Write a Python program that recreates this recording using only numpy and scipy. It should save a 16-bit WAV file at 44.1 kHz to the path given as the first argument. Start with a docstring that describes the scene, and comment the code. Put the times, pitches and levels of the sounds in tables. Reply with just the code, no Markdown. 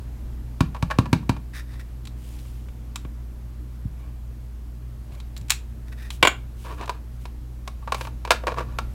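"""Hands tap an acrylic stamp block on an ink pad, press it on card, peel it off, drop it on the desk
and then shut the pad's plastic case. A motor hums in the quiet room; one microphone hangs above the desk.
Knocks are short noisy rattles that ring the modes of case, block or card; thumps are soft pushes on the desk.
Rubs are noisy slips heard through the rubbed thing. The hum is wavering sines, the air is shaped noise,
and decaying sparse taps give the room's echoes."""
import sys
import numpy as np
from scipy import signal
from scipy.fft import rfft, irfft
from scipy.io import wavfile
from scipy.ndimage import uniform_filter1d

SR = 44100
rng = np.random.default_rng(int(sys.argv[2]) if len(sys.argv) > 2 else 0)


def generate_wav(signal):
    """Clip the signal to [-1, 1] and save it as 16-bit WAV at the path in sys.argv[1]."""
    frames = np.transpose(np.atleast_2d(signal))
    scaled = np.clip(frames, -1, 1) * 32767
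    pcm = np.round(scaled).astype(np.int16)
    wavfile.write(sys.argv[1], SR, pcm)


N = 394342  # length [samples]


def gain_of(db):
    """Turns decibels into an amplitude factor."""
    return 10 ** (np.asarray(db) / 20)


def unit_rms(x):
    """Scales a sound to rms 1."""
    return x / np.sqrt(np.mean(x ** 2) + 1e-20)


def read_curve(points, hz):
    """Reads a curve along a logarithmic frequency axis."""
    point_hz, value = np.transpose(points)
    return np.interp(np.log(hz + 1), np.log(point_hz + 1), value)


def add(mix, start_s, sound):
    """Lays a sound into the mix, cut off at the end of the mix."""
    part = mix[round(start_s * SR):][:len(sound)]
    part += sound[:len(part)]


def without_bass(x, hz, order=2):
    """Takes away the bass below hz."""
    return signal.sosfilt(signal.butter(order, hz, "high", fs=SR, output="sos"), x)


def wander(top_hz):
    """Slow chance of rms 1: sines of random phase, the slowest largest."""
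    t = np.arange(0, N, 256) / SR
    slow = np.zeros(len(t))
    for hz in np.geomspace(top_hz / 20, top_hz, num=20):
        slow += np.sin(2 * np.pi * (hz * t + rng.random())) / np.sqrt(hz)
    return np.interp(np.arange(N) / SR, t, unit_rms(slow))


def ring(modes, spread=0., tilt_db=0., favoured_hz=1000, favour_db=0., seconds=.07):
    """An object after one ideal blow: each mode is a pair of partials, which spread detunes by chance
    for a denser ring."""
    t = np.arange(int(seconds * SR)) / SR
    hz, db, t60 = np.repeat(modes, 2, axis=0).T[:, :, None]
    t60 = np.minimum(t60, np.maximum(28 / hz, .008))  # hands and mat stop any long ring
    louder, higher = rng.standard_normal((len(hz), 2)).T[:, :, None]
    # the spot struck favours some modes
    spot_db = favour_db * np.exp(-(np.log2(hz / favoured_hz) / 0.21) ** 2)
    start_db = db + tilt_db * np.log2(hz / 1000) + spot_db + spread * louder
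    decay = gain_of(start_db - 60 * t / t60)
    partial_hz = hz * (1 + spread * higher / 50)
    return (decay * np.sin(2 * np.pi * partial_hz * t)).sum(axis=0)


def knocks(rows, modes, low_hz, rise_ms, contact_ms, cling, favour_db):
    """Each contact is a short rattle that rings the object; a hard one favours the high modes."""
    out = np.zeros(N)
    ms = 1000 * np.arange(4096) / SR
    pressure = (1 - np.exp(-ms / rise_ms)) * np.exp(-(ms / contact_ms) ** cling)
    for start_s, db, hardness_db, favoured_hz in rows:
        jolts = rfft(pressure * rng.standard_normal(len(ms)))
        # level the spectrum so that the rattle drives all modes alike
        even = jolts / np.sqrt(uniform_filter1d(abs(jolts) ** 2, size=25))
        rattle = irfft(even) * (ms < 4 * contact_ms + 2)
        body = ring(modes, 0.99, hardness_db, favoured_hz, favour_db)
        sound = without_bass(signal.fftconvolve(rattle, body), low_hz, order=4)
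        # same energy as noise of the given rms level over the contact time
        sound *= np.sqrt(SR * contact_ms / 1000) / np.linalg.norm(sound)
        add(out, start_s, gain_of(db) * sound)
    return out


def stroke(rows, grain_db, lean):
    """Friction: dense slips of uneven size; pressure swells and ebbs in one arch, early for a lean under 1."""
    level = np.zeros(N)
    for start_s, length_s, db in rows:
        arch = np.sin(np.pi * np.linspace(0, 1, round(length_s * SR)) ** lean) ** 1.5
        add(level, start_s, gain_of(db) * arch)
    grain = unit_rms(uniform_filter1d(rng.standard_normal(N), size=150))
    slips = unit_rms(gain_of(grain_db * grain) * rng.standard_normal(N))
    return level, slips


def as_modes(peaks):
    """A wide resonance is a mode that dies fast."""
    return [(hz, db + 20 * np.log10(width), 2.2 / width) for hz, width, db in peaks]


def rubbing(rows, modes, grain_db, low_hz, lean, tilt_db=0., favour_db=0.):
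    """Slips heard through the thing that is rubbed."""
    level, slips = stroke(rows, grain_db, lean)
    body = ring(modes, tilt_db=tilt_db, favoured_hz=920, favour_db=favour_db)
    heard = signal.oaconvolve(slips, body)[:N]
    return level * unit_rms(without_bass(heard, low_hz))


# Slow swell of hum and air: (time [s], level [dB])
SWELL = [(0, 4), (1.3, 2.), (2.5, 2.5), (4.5, 1.3), (5.6, 2), (6.5, 2.1), (7.5, 1.6), (8.3, 3), (8.94, 5)]


def swell_db():
    """The room tone's level glides from point to point."""
    return np.interp(np.arange(N) / SR, *np.transpose(SWELL))


# Motor tones: (frequency [Hz], rms level before the swell [dB], wavering [dB rms])
MOTOR_TONES = [(58.6, -37, -0.37), (120.6, -47.5, 2.36), (223.5, -58, -0.7), (299.5, -64.5, 3.5),
               (357, -70, -0.5)]


def motor_hum():
    """Low motor tones, each one a sine that wavers in level."""
    t = np.arange(N) / SR
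    hum = np.zeros(N)
    for hz, db, waver_db in MOTOR_TONES:
        level = np.sqrt(2) * gain_of(db + waver_db * wander(27.0))
        hum += level * np.sin(2 * np.pi * (hz * t + rng.random()))
    return gain_of(swell_db()) * hum


# Colour of the air's rush: (frequency [Hz], relative level [dB per Hz])
AIR_COLOUR = [(12, -39), (20, -1.5), (43, -12.5), (68, -8.5), (138, -18), (172, -22), (228, -20.5),
              (337, -28), (542, -33), (1060, -38), (1400, -41), (3530, -49), (10500, -55.5), (12400, -48.5),
              (16000, -75.5)]
AIR_DB = -43.5  # rms level before the swell


def air_rush():
    """Moving air: noise coloured by the curve, with soft patches in time and pitch."""
    frames, hz = N // 512 + 5, np.fft.rfftfreq(2048, 1 / SR)
    real, imaginary, patches = rng.standard_normal((frames, len(hz), 3)).T
    patches = uniform_filter1d(patches, size=20, axis=0)  # across frequency
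    patches = unit_rms(uniform_filter1d(patches, size=8, axis=1))  # across time
    colour = gain_of(read_curve(AIR_COLOUR, hz)[:, None] + .8 * patches)
    air = signal.istft((real + 1j * imaginary) * colour, nperseg=2048, noverlap=1536)[1]
    return gain_of(AIR_DB + 1.28 * swell_db()) * unit_rms(air[:N])


def microphone_hiss():
    """The microphone's own steady white noise."""
    return gain_of(-66) * rng.standard_normal(N)


# Decay of the room: (frequency [Hz], time to fall 60 dB [s])
ROOM_DECAY = [(200, 0.38), (530, 0.21), (1390, 0.23), (3680, 0.21), (9700, 0.18)]


def echo_tail(build_ms):
    """Sparse taps of random sign, one in every 10 samples, that build up and then die band by band."""
    taps = np.zeros(SR // 3)
    at = np.arange(0, len(taps) - 10, 10)
    taps[at + rng.integers(0, 10, len(at))] = rng.choice([-1., 1.], len(at))
    taps *= 1 - np.exp(-(1000 * np.arange(len(taps)) / SR / build_ms) ** 2)
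    hz, t, bands = signal.stft(taps, SR, nperseg=256)
    fade = gain_of(-60 * t / read_curve(ROOM_DECAY, hz)[:, None])
    decayed = signal.istft(bands * fade, SR, nperseg=256)[1]
    return decayed / np.linalg.norm(decayed)


def room(x, build_ms):
    """The sound passes steadily among three sets of echoes, which makes the room's tail more diffuse."""
    turn = 2 * np.pi * 23 * np.arange(N) / SR
    echoes = np.zeros(N)
    for k in range(3):
        share = np.sqrt(2 / 3) * np.cos(turn + k * np.pi / 3)  # the squared shares add up to 1
        echoes += signal.oaconvolve(x * share, echo_tail(build_ms))[:N]
    return echoes


# Desk top modes: (frequency [Hz], relative level [dB], longest time to fall 60 dB [s])
DESK_MODES = [(57.9, -37, 0.13), (125, 7.5, 0.029), (169.4, -12, 0.11), (259, 2, 0.03),
              (291.5, -17.5, 0.013)]


def thumps(rows):
    """A soft push sets the desk top swinging."""
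    out = np.zeros(N)
    for start_s, db, push_ms in rows:
        push = np.hanning(round(push_ms * SR / 1000) + 3)
        desk = ring(DESK_MODES, spread=0.16, seconds=.2)
        swing = without_bass(signal.fftconvolve(desk, push), 88)
        add(out, start_s, gain_of(db) * swing / abs(swing).max())
    return out


# Other weight that comes down on the desk top: (time [s], peak level [dB], push [ms])
DESK_THUMPS = [(3.052, -28.5, 0.74), (3.852, -18, 5.3), (5.41, -26, 7.3), (6.229, -19.5, 2.6)]


def desk_thumps():
    """Weight comes down on the desk and its low modes answer."""
    return thumps(DESK_THUMPS)


# Fingers brush a surface: (start [s], length [s], top of the arch [dB rms])
SKIN_BRUSHES = [(2.16, 0.63, -55.5), (3.7, 0.13, -70), (3.97, 0.1, -70), (5.12, 0.054, -59.5),
                (5.175, .035, -62), (6.105, 0.091, -48.5), (6.56, .32, -55), (7.11, 0.087, -65),
                (7.2, 0.11, -59), (7.96, 0.17, -49)]
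# Resonances that colour the skin: (frequency [Hz], width [Hz], relative level [dB])
SKIN_PEAKS = [(3240, 1200, 1.5), (5000, 4000, -5.5), (8640, 6000, -1.5), (12200, 5500, -12)]


def skin_brushes():
    """Soft, bright friction of fingers, through wide resonances."""
    return rubbing(SKIN_BRUSHES, as_modes(SKIN_PEAKS), grain_db=1.5, low_hz=2136, lean=0.52)


# The card slides over the mat: (start [s], length [s], top of the arch [dB rms])
SLIDES = [(1.525, 0.11, -40.5), (1.66, 0.16, -52), (1.79, 0.04, -48.5), (5.865, 0.042, -55),
          (5.915, 0.031, -47.5), (5.96, 0.16, -48)]
# Resonances of the mat: (frequency [Hz], width [Hz], relative level [dB])
MAT_PEAKS = [(1880, 260, 0), (2500, 500, -9), (3700, 350, -10), (5000, 1500, -16), (9000, 6000, -22)]


def card_slides():
    """Friction of card on mat, through the mat's wide resonances."""
    return rubbing(SLIDES, as_modes(MAT_PEAKS), grain_db=2.5, low_hz=1230, lean=.8)


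# The card ticks under the fingers and snaps off the tacky stamp:
# (time [s], rms level over the contact [dB], hardness [dB per octave], favoured frequency [Hz])
SNAPS = [(1.741, -48, -6, 2310), (1.803, -50, 1, 2050), (2.053, -40.5, 4, 3220), (2.072, -36.5, -0.6, 4410),
         (2.389, -48, 1, 4080), (2.958, -25, 2.3, 1160), (5.121, -50.5, -4, 2490), (5.15, -47.5, 0, 1050),
         (5.201, -39.5, -3, 3800), (5.365, -36, 2.5, 3830), (5.376, -39, 25, 6050), (5.412, -46.5, 4, 1060),
         (5.484, -43, 4.5, 2900), (5.497, -25, 7, 2300), (5.504, -8.5, 10, 2900), (5.518, -19.5, 1, 2700),
         (5.923, -47, -13, 1700), (6.104, -27.5, -0.5, 3390), (6.858, -40.5, 0, 1000)]
# Card modes: (frequency [Hz], relative level [dB], longest time to fall 60 dB [s])
CARD_MODES = [(1200, 5.5, 0.0045), (2050, -29.5, 0.00286), (2600, 0, 0.018), (3340, 0.5, 0.0052),
              (4000, 10, 0.0033), (5610, 12, 0.0011), (7270, 5, 0.0036), (8800, -5.5, 0.0013),
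              (12370, -18.5, 0.0044)]


def card_snaps():
    """Short dry contacts that ring the light card."""
    return knocks(SNAPS, CARD_MODES, low_hz=930, rise_ms=0.472, contact_ms=2.36, cling=0.77, favour_db=8.5)


# The case scrapes along the mat and in the hands: (start [s], length [s], top of the arch [dB rms])
SCRAPES = [(6.64, 0.14, -38), (6.77, 0.058, -39), (6.8, 0.068, -33), (6.9, 0.11, -51), (7.82, 0.041, -54),
           (7.872, 0.042, -41), (7.94, .18, -49), (8.465, 0.081, -35), (8.56, 0.09, -32), (8.65, 0.17, -51)]
# Plastic case modes: (frequency [Hz], relative level [dB], longest time to fall 60 dB [s])
CASE_MODES = [(550, -3.5, 0.015), (680, -5, 0.023), (980, 3, 0.09), (1127, 8.5, 0.024), (1384, 4, 0.017),
              (1653, 9.5, 0.0086), (2392, 14, 0.0048), (2890, 5, 0.0043), (3724, 8.5, 0.0035),
              (4560, 6, 0.0022), (6020, 3.5, 0.0013), (7750, -10, 0.0028), (9640, -21, 0.009)]


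def case_scrapes():
    """Grainy friction through the plastic case, its high modes held down."""
    return rubbing(SCRAPES, CASE_MODES, grain_db=3.5, low_hz=199, lean=0.65, tilt_db=-6.0, favour_db=-1.0)


def firm_case_knocks(rows):
    """A quick firm contact rings the plastic case."""
    return knocks(rows, CASE_MODES, low_hz=397, rise_ms=0.57, contact_ms=3.65, cling=0.94, favour_db=12.0)


# Knocks of the case apart from the stamp's taps:
# (time [s], rms level over the contact [dB], hardness [dB per octave], favoured frequency [Hz])
OTHER_CASE_KNOCKS = [(6.65, -48, 9, 1900), (6.813, -33.5, -6, 929), (6.841, -44, -5, 934),
                     (6.877, -31, -3, 842), (6.894, -18.5, 1, 950), (7.254, -34, 2.1, 970),
                     (7.676, -28.5, 7, 1110), (7.824, -43.5, -6, 1073), (7.875, -26, -9, 1070),
                     (7.921, -15, 3, 1150), (7.945, -23, 6, 1210), (8.01, -25, 0.5, 543),
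                     (8.05, -32.5, -5, 2670), (8.07, -30, -0.5, 1050), (8.25, -25, 1.5, 960),
                     (8.275, -29, -4, 533), (8.306, -5.5, 2.5, 670), (8.316, -11, 5, 1400),
                     (8.436, -28, -15, 554), (8.469, -17, -3.5, 480), (8.479, -18.5, -10, 715),
                     (8.519, -25, -9, 550), (8.542, -31, -1, 1160), (8.571, -27.5, -19, 1020),
                     (8.584, -19.5, -3.5, 1090), (8.604, -27.5, -19, 1150), (8.786, -19, 2, 1340)]


def case_knocks():
    """The case is knocked about and shut; each contact rings its plastic."""
    return firm_case_knocks(OTHER_CASE_KNOCKS)


# The block shifts on the card under the fingers: (start [s], length [s], top of the arch [dB rms])
RUBS = [(3.93, 0.25, -58.5), (5.07, 0.18, -57)]
# Acrylic block modes: (frequency [Hz], relative level [dB], longest time to fall 60 dB [s])
BLOCK_MODES = [(617, -1.5, 0.028), (983, -22, 0.0112), (1134, 7.5, 0.034), (1555, 10, 0.0084),
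               (1930, -2, 0.0051), (2230, 4.5, 0.027), (2310, 8.5, 0.026), (2860, 7, 0.039),
               (3228, 4, .012), (4260, -20, .008), (5460, -19, 0.013), (7080, -4.5, 0.049),
               (8355, -36, .006), (10600, -33, 0.0032)]


def block_rubs():
    """Faint friction through the acrylic block, its high modes held down."""
    return rubbing(RUBS, BLOCK_MODES, grain_db=1.0, low_hz=300, lean=0.77, tilt_db=-7.0)


# The block touches the card, later lands on the desk and bounces:
# (time [s], rms level over the contact [dB], hardness [dB per octave], favoured frequency [Hz])
LANDINGS = [(2.451, -47, -7, 580), (2.685, -45.5, 4, 1350), (3.049, -38.5, -7.5, 433),
            (6.227, -0.5, 2.5, 2760), (6.25, -6, 2.4, 1070), (6.272, -4.5, 7, 1440)]


def block_knocks():
    """Short contacts that ring the acrylic block."""
    return knocks(LANDINGS, BLOCK_MODES, low_hz=284, rise_ms=0.52, contact_ms=2.55, cling=0.65, favour_db=6.5)


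# The stamp pulls free of the ink and the case rattles back:
# (time [s], rms level over the contact [dB], favoured frequency [Hz])
STAMP_LIFTS = [(0.746, -30.5, 1000), (0.763, -37, 940), (0.901, -25.5, 1130), (0.909, -20.5, 1680),
               (1.056, -30.5, 930), (1.226, -45, 1100), (1.364, -38, 910)]


def stamp_lifts():
    """A slower, duller contact rings the case as the ink lets go."""
    rows = [(start_s, db, -3, hz) for start_s, db, hz in STAMP_LIFTS]  # hardness -3 dB per octave
    return knocks(rows, CASE_MODES, low_hz=490, rise_ms=1.4, contact_ms=5.5, cling=0.99, favour_db=11.0)


# The stamp comes down on the pad:
# (time [s], knock's rms level over the contact [dB], favoured frequency [Hz], desk push [ms])
STAMP_TAPS = [(0.606, -16.5, 1230, 2.2), (0.825, -22, 940, 5.1), (0.986, -14, 1100, 1.43),
              (1.129, -14, 910, 0.48), (1.293, -17.5, 980, 0.7)]
TAP_HARDNESS_DB = 2.5  # per octave
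TAP_THUMP_DB, TAP_THUMP_LAG_S = 11, 0.0016  # thump's peak above the knock's level, and its delay


def tap_knocks():
    """Each tap of the stamp knocks the pad's case."""
    return firm_case_knocks([(start_s, db, TAP_HARDNESS_DB, hz) for start_s, db, hz, push_ms in STAMP_TAPS])


def tap_thumps():
    """Just after the knock, each tap thumps the desk."""
    return thumps([(start_s + TAP_THUMP_LAG_S, db + TAP_THUMP_DB, push_ms)
                   for start_s, db, hz, push_ms in STAMP_TAPS])


def scene():
    """Sums the handling, its echoes 12 dB down and the room tone."""
    hits = tap_knocks() + case_knocks() + stamp_lifts() + block_knocks() + card_snaps()
    rubs = card_slides() + case_scrapes() + block_rubs() + skin_brushes()
    handling = hits + rubs + tap_thumps() + desk_thumps()
    echoes = room(gain_of(-12.0) * handling, build_ms=3.3)
    room_tone = motor_hum() + air_rush() + microphone_hiss()
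    return (handling + echoes + room_tone)[None]


def record(dry):
    """The microphone loses the deepest bass, the converter tops out softly; then the band limit."""
    held = 0.99 * np.tanh(without_bass(dry, 33, order=4) / 0.97)
    band_limit = signal.firwin(511, 16000, window=("kaiser", 9), fs=SR)  # lowpass at 16 kHz
    return signal.oaconvolve(held, band_limit[None], "same")


dry = scene()
out = record(dry)
generate_wav(out)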